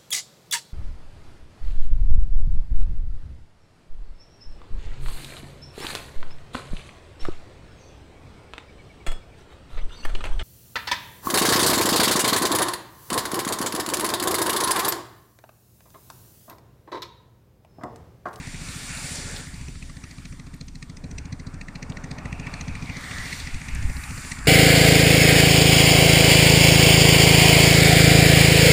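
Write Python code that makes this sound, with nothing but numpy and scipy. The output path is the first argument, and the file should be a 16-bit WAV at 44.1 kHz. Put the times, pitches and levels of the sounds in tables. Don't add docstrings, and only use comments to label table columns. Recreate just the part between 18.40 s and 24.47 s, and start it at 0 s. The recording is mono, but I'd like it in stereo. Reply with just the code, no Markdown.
import sys
import numpy as np
from scipy import signal
from scipy.fft import rfft, irfft, next_fast_len
from scipy.io import wavfile
from scipy.ndimage import uniform_filter1d

SR = 44100
rng = np.random.default_rng(int(sys.argv[2]) if len(sys.argv) > 2 else 0)


def wav_out(sig):
    wavfile.write(sys.argv[1], SR, np.round(np.clip(np.atleast_2d(sig).T, -1, 1) * 32767).astype(np.int16))


def ratio_of_db(decibels):
    return 10 ** (np.asarray(decibels, float) / 20)


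N = 267731
TIME = np.arange(N) / SR
SIZE = next_fast_len(N + 8192)
HZ = np.maximum(np.fft.rfftfreq(SIZE, 1 / SR), 1)
RIGHT_LATE_S = 21 / SR
LEAD = 882
STROKE = (np.arange(5000) - LEAD) / SR
STEPS_S = np.arange(0, 6.1, .02)


def shape(points):
    hz, db = np.transpose(points)
    return ratio_of_db(np.interp(np.log(HZ), np.log(hz), db))


def bell(centre_hz, octaves):
    return np.exp(-.5 * (np.log2(HZ / centre_hz) / octaves) ** 2)


def filtered(x, gain):
    return irfft(rfft(x, SIZE) * gain, SIZE)[..., :N]


def unit(x):
    return x / np.sqrt(np.mean(x ** 2))


def walk(rate_hz):
    k = int(SR / rate_hz)
    held = np.repeat(rng.standard_normal(N // k + 1), k)
    return 1.05 * uniform_filter1d(uniform_filter1d(held, k), k)[:N]


def arriving(alike):
    shared, left, right = rfft(rng.standard_normal((3, SIZE)))
    share = np.clip(alike, 0, 1)
    late = np.exp(-2j * np.pi * HZ * RIGHT_LATE_S)
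    return np.sqrt(share) * np.array([shared, shared * late]) + np.sqrt(1 - share) * np.array([left, right])


def both_ports(x):
    return np.array([x, np.roll(x, round(RIGHT_LATE_S * SR))])


def glide(table, width_hz):
    s, hz, db = np.transpose(table)
    flutter = filtered(rng.standard_normal((2, N)), np.exp(-(HZ / width_hz) ** 2))
    phase = 2 * np.pi * np.cumsum(np.interp(TIME, s, hz)) / SR
    band = unit(flutter[0] * np.cos(phase) + flutter[1] * np.sin(phase))
    return band * ratio_of_db(np.interp(TIME, s, db, left=-200, right=-200))


# f/Hz, level/dB
LEFT_PORT = [(350, 6.5), (500, 6.5), (800, 13), (1300, 7.5), (2000, -0.5), (3000, -0.7), (4500, -1),
             (6000, -2), (7500, -4), (9000, -3), (10000, -14), (11500, -20), (14000, -3.5), (15500, -62)]
RIGHT_PORT = [(350, 9), (700, 7), (1200, 11.5), (2000, 5.5), (2700, 3.5), (3300, 0.5), (4600, 0.6),
              (6000, -2), (7400, -6), (8400, -5), (9400, -0.5), (10300, -4.5), (12000, -10.5),
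              (15000, -7.5)]


def port_colour():
    return np.array([shape(LEFT_PORT), shape(RIGHT_PORT)])


def engine():
    s, thump_db, bark_db, crack_db = firings()
    return exhaust(s, thump_db) + gas(s, thump_db, bark_db, crack_db) + hull()


BEAT_S = [.0015, .4336, .8592, 1.2853, 1.7133, 2.1419, 2.5722, 3.0003, 3.4299, 3.8584, 4.2838, 4.7143,
          5.1465, 5.5701, 5.9897, 6.412]
# t/s, thump peak level/dB, clearness of air path/dB
ENGINE = [(0, -30.5, 0), (.6, -30.5, -0.5), (1.2, -31, -3), (1.7, -32, -0.5), (2.15, -33.5, -0.5),
          (2.5, -31.5, 0), (3.0, -30, 1.5), (3.3, -27, 0), (3.6, -26, 3), (4.5, -25.5, 2), (4.8, -31.5, 9),
          (5.4, -28.5, 4), (6.07, -31.5, 5.5)]
# thump/dB, bark/dB, crack/dB
SCATTER_DB = (2.8, -0.5, 2)
# t/s, thump/dB, bark/dB, crack/dB over the rest
ACCENTS = [(1.286, 1.5, 4, 0.5), (1.356, -2.5, -0.5, -6), (1.429, -0.5, 6, 0.5), (1.501, -1, 4, 1),
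           (1.643, 0, 6.5, 0.5), (1.857, 1, 3, 1.5), (1.785, -0.5, 4, -4), (1.998, 1.5, 4.5, -2),
           (2.357, 2, -3, 2.5), (2.428, 0.5, 9.5, 4), (2.501, 2, 2, -0.5), (2.785, 1, 4.5, 8.5),
           (2.857, 1, -4, 2), (2.929, 6, 2.5, 2), (3.072, 3.5, -5, 2), (3.144, -0.5, -10, -3),
           (3.215, -3, 3, -0.5), (3.358, -2, 2.5, 3.5), (3.429, 0, 2, 5.5), (3.715, 1.5, 3.5, 2.5),
           (4.0, 1, -7, 1.5), (4.072, -0.5, 3.5, 0), (4.143, -2, 5, 3), (4.213, -1, 3.5, 5),
           (4.355, -3.5, 3, 0), (5.075, 2, 5, 1), (4.93, 2, 6.5, 1), (5.289, 0, 5, 2.5),
           (5.43, 0.5, 2.5, 0), (5.918, 3.5, 9, 7.5)]


def firings():
    s = np.interp(np.arange(86) / 6, np.arange(len(BEAT_S)), BEAT_S)
    at_s, thump_db, clear_db = np.transpose(ENGINE)
    thump_db = np.interp(s, at_s, thump_db)
    clear_db = np.interp(s, at_s, clear_db)
    bark_db = -40.5 + clear_db + 1.27 * (thump_db + 30)
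    crack_db = -41.5 + clear_db
    extra_db = rng.standard_normal((len(s), 3)) * SCATTER_DB
    for accent_s, *db in ACCENTS:
        extra_db[np.argmin(np.abs(s - accent_s))] = db
    return (s, *(np.array([thump_db, bark_db, crack_db]) + extra_db.T))


def strikes(s, db):
    out = np.zeros(N)
    out[np.clip((s * SR).astype(int), 0, N - 1)] = ratio_of_db(db)
    return out


# f/Hz, level/dB, t60/s
PIPE = [(170, 14, 0.037), (207, -19, .08), (259.5, -16, 0.11)]


def exhaust(s, thump_db):
    after = np.maximum(STROKE, 0)
    hz = 102 + 200 * np.tanh(np.abs(STROKE - .002) / .0095)
    turns = np.cumsum(hz) / SR
    swell = np.where(STROKE < 0, np.exp(STROKE / .005), np.exp(-(after / .0105) ** 1.2))
    thump = -ratio_of_db(0.5) * swell * np.cos(2 * np.pi * (turns - turns[LEAD]))
    onset = 1 - np.exp(-(after / 0.02) ** 2)
    for ring_hz, db, t60_s in PIPE:
        ring = np.cos(2 * np.pi * ring_hz * (STROKE - .017)) * ratio_of_db(-60 * after / t60_s)
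        thump = thump + ratio_of_db(db) * onset * ring
    return both_ports(signal.fftconvolve(strikes(s, thump_db), thump)[LEAD:LEAD + N])


def gas(s, thump_db, bark_db, crack_db):
    patchy_db = 3.8
    late = STROKE + 0.0013
    noise = arriving(alike=0.76) * port_colour()
    knock_db = bark_db - 17.5 + 14 * np.exp(-((s - 1.72) / 0.64) ** 4)
    # f/Hz, width/octaves, level/dB
    bands = [(75.6, 0.26, thump_db - 12.5), (420, 0.59, thump_db - 21.5), (1216, 0.13, knock_db),
             (1950, 0.12, bark_db - 4.9), (2550, 0.15, bark_db - 4.5), (3360, 0.081, crack_db - 10),
             (4165, 0.12, crack_db - 5.5), (5040, 0.069, crack_db - 6), (5860, 0.091, crack_db - 5.5),
             (6830, 0.067, crack_db - 10.5), (7920, 0.12, crack_db - 9.5), (13000, 0.34, crack_db - 26)]
    patches = rng.standard_normal((len(s), len(bands))).T
    out = 0
    for (hz, octaves, db), patch in zip(bands, patches):
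        ring_s = 0.0016 + min(4.4 / hz, .014)
        rise = np.exp(np.minimum(late, 0) / 0.0026)
        fall = np.exp(-late / ring_s) + ratio_of_db(-20.5) * np.exp(-late / 0.021)
        puff = np.where(late > 0, fall, rise)
        hits = strikes(s, db + patchy_db * np.clip(patch, -2.5, 1.2))
        gate = signal.fftconvolve(hits, puff)[LEAD:LEAD + N]
        out = out + unit(irfft(noise * bell(hz, octaves), SIZE)[:, :N]) * both_ports(gate)
    return out


# t/s, f/Hz, level/dB
DRONE = [(0, 1000, -56), (1.0, 1000, -57), (1.3, 1000, -64), (2.2, 1000, -61), (2.6, 980, -56),
         (3.3, 1020, -55), (3.8, 1050, -52), (4.3, 1020, -54), (6.07, 1000, -60)]
# t/s, f/Hz, level/dB
HULL_THROB = [(0, 27.5, -46), (6.07, 27.5, -45)]


def hull():
    drone = both_ports(glide(DRONE, width_hz=100)) * ratio_of_db(np.array([[-2], [2]]))
    return drone + glide(HULL_THROB, width_hz=2.7)


# t/s, left minus right/dB
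TURN = [(0, -7.5), (.35, 4), (.62, -7.5), (.76, -7.5), (.96, -4.5), (1.3, -6), (2.1, 7), (3.4, 8), (4.3, 2),
        (4.5, 6), (5.04, 10), (5.3, 1), (5.76, -6), (6.07, -19)]


def swells(events, rest_db, pan_share):
    rise_db_s, fall_db_s, tail_db, tail_db_s = 35, 84, -7.5, 17
    power = ratio_of_db(np.array(rest_db)[:, None]) ** 2
    for s, hold_s, db, low_db, high_db in events:
        after = np.maximum(STEPS_S - s - hold_s, 0)
        rise = ratio_of_db(-rise_db_s * np.maximum(s - STEPS_S, 0))
        fall = np.maximum(ratio_of_db(-fall_db_s * after), ratio_of_db(tail_db - tail_db_s * after))
        level = ratio_of_db(db + np.array([[low_db], [0], [high_db]]))
        power = power + (rise * fall * level) ** 2
    pan_db = pan_share * np.interp(STEPS_S, *np.transpose(TURN))
    return np.transpose([STEPS_S, *10 * np.log10(power), pan_db])


def water(table, bands_hz, centres_hz, alike, flicker_db, rate_hz, trim_db):
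    s, *levels, pan_db = np.transpose(table)
    ports = port_colour()
    noise = arriving(alike) * ports
    power = np.mean(ports ** 2, axis=0) / len(HZ)
    flat = np.array([db - 10 * np.log10(power[(HZ > a) & (HZ < b)].sum())
                     for db, (a, b) in zip(levels, bands_hz)])
    place = np.log([np.sqrt(a * b) for a, b in bands_hz])
    out, surge = 0, walk(rate_hz / 3)
    for hz in centres_hz:
        db = [np.interp(np.log(hz), place, column) for column in flat.T]
        window = np.cos(np.pi / 2 * np.clip(3 * np.log2(HZ / hz), -1, 1))
        flicker = flicker_db * (0.081 * surge + walk(rate_hz))
        out = out + irfft(noise * window, SIZE)[:, :N] * ratio_of_db(np.interp(TIME, s, db) + flicker)
    pan = np.interp(TIME, s, 0.5 * (pan_db - np.mean(pan_db)))
    return out * ratio_of_db(trim_db + np.array([pan, -pan]) / 2)


# t/s, hold/s, body level/dB, rumble and splash over body/dB
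BREAKS = [(0, .65, -49.5, -6.5, 5.5), (.75, 0.21, -50, 1, 7.5), (1.72, 0.094, -69, 4.5, 14.5),
          (2.04, .1, -58.5, -14, -7), (2.65, 0.24, -59, 2.5, -1), (3.05, 0.35, -53.5, -4, -8.5),
          (3.52, 0.37, -49, -1, -6), (4.04, 0.11, -43, -8, -10.5), (4.26, 0.35, -50.5, -2, -2.5),
          (4.72, .2, -46, -6, -0.5), (5.0, 0.39, -53.5, -6, 9), (5.5, 0.42, -46.5, -28.5, 1.5),
          (5.85, .25, -46.5, -12, 0)]
# rumble, body, splash level/dB
BREAK_REST_DB = (-72, -67.5, -80)


def breaker_levels():
    return swells(BREAKS, BREAK_REST_DB, pan_share=-0.12)


# low f/Hz, high f/Hz
BREAKER_BANDS_HZ = [(400, 800), (900, 1500), (1700, 2700)]


def breakers(breaking):
    centres_hz = 400 * 2 ** (np.arange(9) / 3)
    alike = .7 - .5 * np.tanh(HZ / 2500)
    return water(breaking, BREAKER_BANDS_HZ, centres_hz, alike, flicker_db=3.0, rate_hz=14, trim_db=0.0)


# t/s, hold/s, fizz level/dB, hiss and top fizz over fizz/dB
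WASHES = [(.15, 0.024, -59.5, 9.5, -34), (.34, 0.41, -42, -3.5, -17.5), (.82, 0.16, -46, 0.5, -22),
          (1.7, 0.25, -61.5, 0, -12.5), (3.5, .4, -71.5, 6, -12), (4.12, 0.073, -60.5, 4.5, -16),
          (4.68, 0.06, -52.5, 6, -16), (4.85, 0.15, -47, 4, -12), (5.22, 0.23, -56.5, 2, -28),
          (5.58, 0.21, -51, -9, -10), (5.86, 0.034, -48, -3, -12)]
# hiss, fizz, top fizz level/dB
WASH_REST_DB = (-66.5, -66, -81.5)


def wash_levels():
    return swells(WASHES, WASH_REST_DB, pan_share=0.95)


# low f/Hz, high f/Hz
FOAM_BANDS_HZ = [(3300, 6000), (6800, 9600), (11000, 14500)]


def foam(washing):
    centres_hz = 400 * 2 ** (np.arange(9, 17) / 3)
    return water(washing, FOAM_BANDS_HZ, centres_hz, alike=0.066, flicker_db=2.0, rate_hz=25, trim_db=0.5)


# f/Hz, width/Hz, level over fizz/dB
PORT_RINGS = [(4790, 560, -7.5), (7440, 810, -2), (9270, 290, -8)]


def port_rings(washing):
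    s, _, fizz_db, _, pan_db = np.transpose(washing)
    right_db = fizz_db - .75 * pan_db
    rings = 0
    for hz, width_hz, db in PORT_RINGS:
        rings = rings + glide(np.transpose([s, hz + 0 * s, right_db + db]), width_hz)
    return rings * ratio_of_db(0.5 * walk(29)) * np.array([[.15], [1]])


# t/s, f/Hz, level/dB
CURL = [(3.8, 2550, -59), (4.05, 2550, -47.5), (4.4, 2357, -46.5), (4.6, 2050, -40.5), (4.77, 1880, -37.5),
        (4.93, 2050, -37.5), (5.05, 2002, -47.5), (5.7, 1950, -54), (6.07, 1950, -61)]


def curl():
    return glide(CURL, width_hz=280) * ratio_of_db(2.5 * walk(45) + np.array([[-8], [2]]))


# t/s, peak level/dB, f/Hz, left minus right/dB, length/ms
DROPS = [(0.757, -33, 7600, -16, 1.6), (.912, -38, 7500, -7, 1.6), (0.963, -33, 4260, -8, 6.5),
         (2.147, -51, 12000, -12, 1), (2.165, -54, 12200, -5, 1), (2.269, -58, 12200, -2, 1),
         (3.522, -39, 2950, -2, 2.4), (4.458, -37, 3470, -3, 2.5), (4.61, -43, 11700, 3, 1),
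         (5.202, -45, 9300, 0, 1.2), (5.35, -32, 8000, -5, 1.3), (5.812, -35, 9000, -10, 0.71)]


def drops():
    out, t = np.zeros((2, N + 1024)), np.arange(1024) / SR
    hz = np.maximum(np.fft.rfftfreq(1024, 1 / SR), 1)
    grits = rng.standard_normal((len(DROPS), 1024))
    for (s, db, pitch_hz, pan_db, ms), grit in zip(DROPS, grits):
        colour = np.exp(-(np.log2(hz / pitch_hz) / 0.55) ** 2)
        tick = unit(irfft(rfft(grit) * colour)) * np.exp(-1000 * t / ms)
        start = int(s * SR)
        out[:, start:start + 1024] += 1.08 * tick * ratio_of_db(db + np.array([[pan_db], [-pan_db]]) / 2)
    return out[:, :N]


# t/s, f/Hz, level/dB
SQUEAKS = [
    [(.88, 13500, -78), (.93, 14100, -66), (.98, 14250, -62), (1.02, 13950, -65), (1.055, 13500, -74)],
    [(1.06, 14500, -74), (1.075, 14400, -67), (1.1, 14000, -74)],
    [(4.51, 13600, -72), (4.53, 14100, -64), (4.55, 14500, -72)],
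]


def squeaks():
    return sum(glide(call, width_hz=12) for call in SQUEAKS) * ratio_of_db(np.array([[-3], [6]]))


# t/s, peak level/dB, push/s, sign
POPS = [
    (1.213, -31, .004, -1),
    (5.148, -22, 0.011, -1),
    (5.346, -24, 0.0052, -1),
    (5.456, -13.5, 0.0036, 1),
    (5.504, -27, .008, 1),
    (5.545, -27, 0.0051, 1),
]


def pops():
    out = np.zeros(N)
    for s, db, push_s, sign in POPS:
        u = (TIME - s) / push_s
        out += np.sign(sign) * ratio_of_db(db) * (1 - 0.59 * u ** 2) * np.exp(-.45 * u ** 2)
    return out


# t/s, peak level/dB, half length/s
GUSTS = [(.6, -50, 0.16), (1.26, -41, .15), (1.909, -34, 0.013), (2.763, -39, 0.076), (4.598, -53, 0.085),
         (3.98, -38, 0.16), (4.31, -34.5, 0.098), (4.45, -35, 0.052), (4.79, -39.5, 0.072),
         (5.025, -33, 0.047), (5.136, -29, 0.04), (5.37, -24, 0.047), (5.48, -24, 0.093),
         (5.73, -32, 0.068), (6.07, -28, 0.056)]
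# f/Hz, level/dB per Hz
LOW_COLOUR = [(12, -3), (28, -7), (45, -7), (62, -0.5), (85, -5), (130, -10), (250, -17), (400, -25.5)]


def wind(rumble_db):
    breeze_db = -52.5 + 0 * STEPS_S
    boom_db = -44.5 + 0.37 * (rumble_db + 57)
    gusts_db = [db - 6 * ((STEPS_S - at_s) / half_s) ** 2 for at_s, db, half_s in GUSTS]
    buffet_db = np.max([breeze_db] + gusts_db, axis=0)
    noise = arriving(alike=1.0) * shape(LOW_COLOUR) * (HZ < 420)
    gust = walk(16)
    split = 1 / (1 + (HZ / 75) ** 4)
    buffet = unit(irfft(noise * np.sqrt(split), SIZE)[:, :N])
    boom = unit(irfft(noise * np.sqrt(1 - split), SIZE)[:, :N])
    buffet = buffet * ratio_of_db(np.interp(TIME, STEPS_S, buffet_db) + 1.85 * gust - 3.0)
    return buffet + boom * ratio_of_db(np.interp(TIME, STEPS_S, boom_db) + 0.74 * gust)


def scene():
    breaking, washing = breaker_levels(), wash_levels()
    surf = breakers(breaking) + foam(washing) + port_rings(washing) + curl()
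    near = drops() + squeaks()
    return engine() + surf + near + pops() + wind(rumble_db=breaking[:, 1])


def band_limit(x):
    return signal.sosfilt(signal.butter(12, 15700, fs=SR, output="sos"), x)


def record(dry):
    top = 1 / np.sqrt(1 + (HZ / 15000) ** 300)
    mix = filtered(dry, top)
    return band_limit(mix)


dry = scene()
out = record(dry)
wav_out(out)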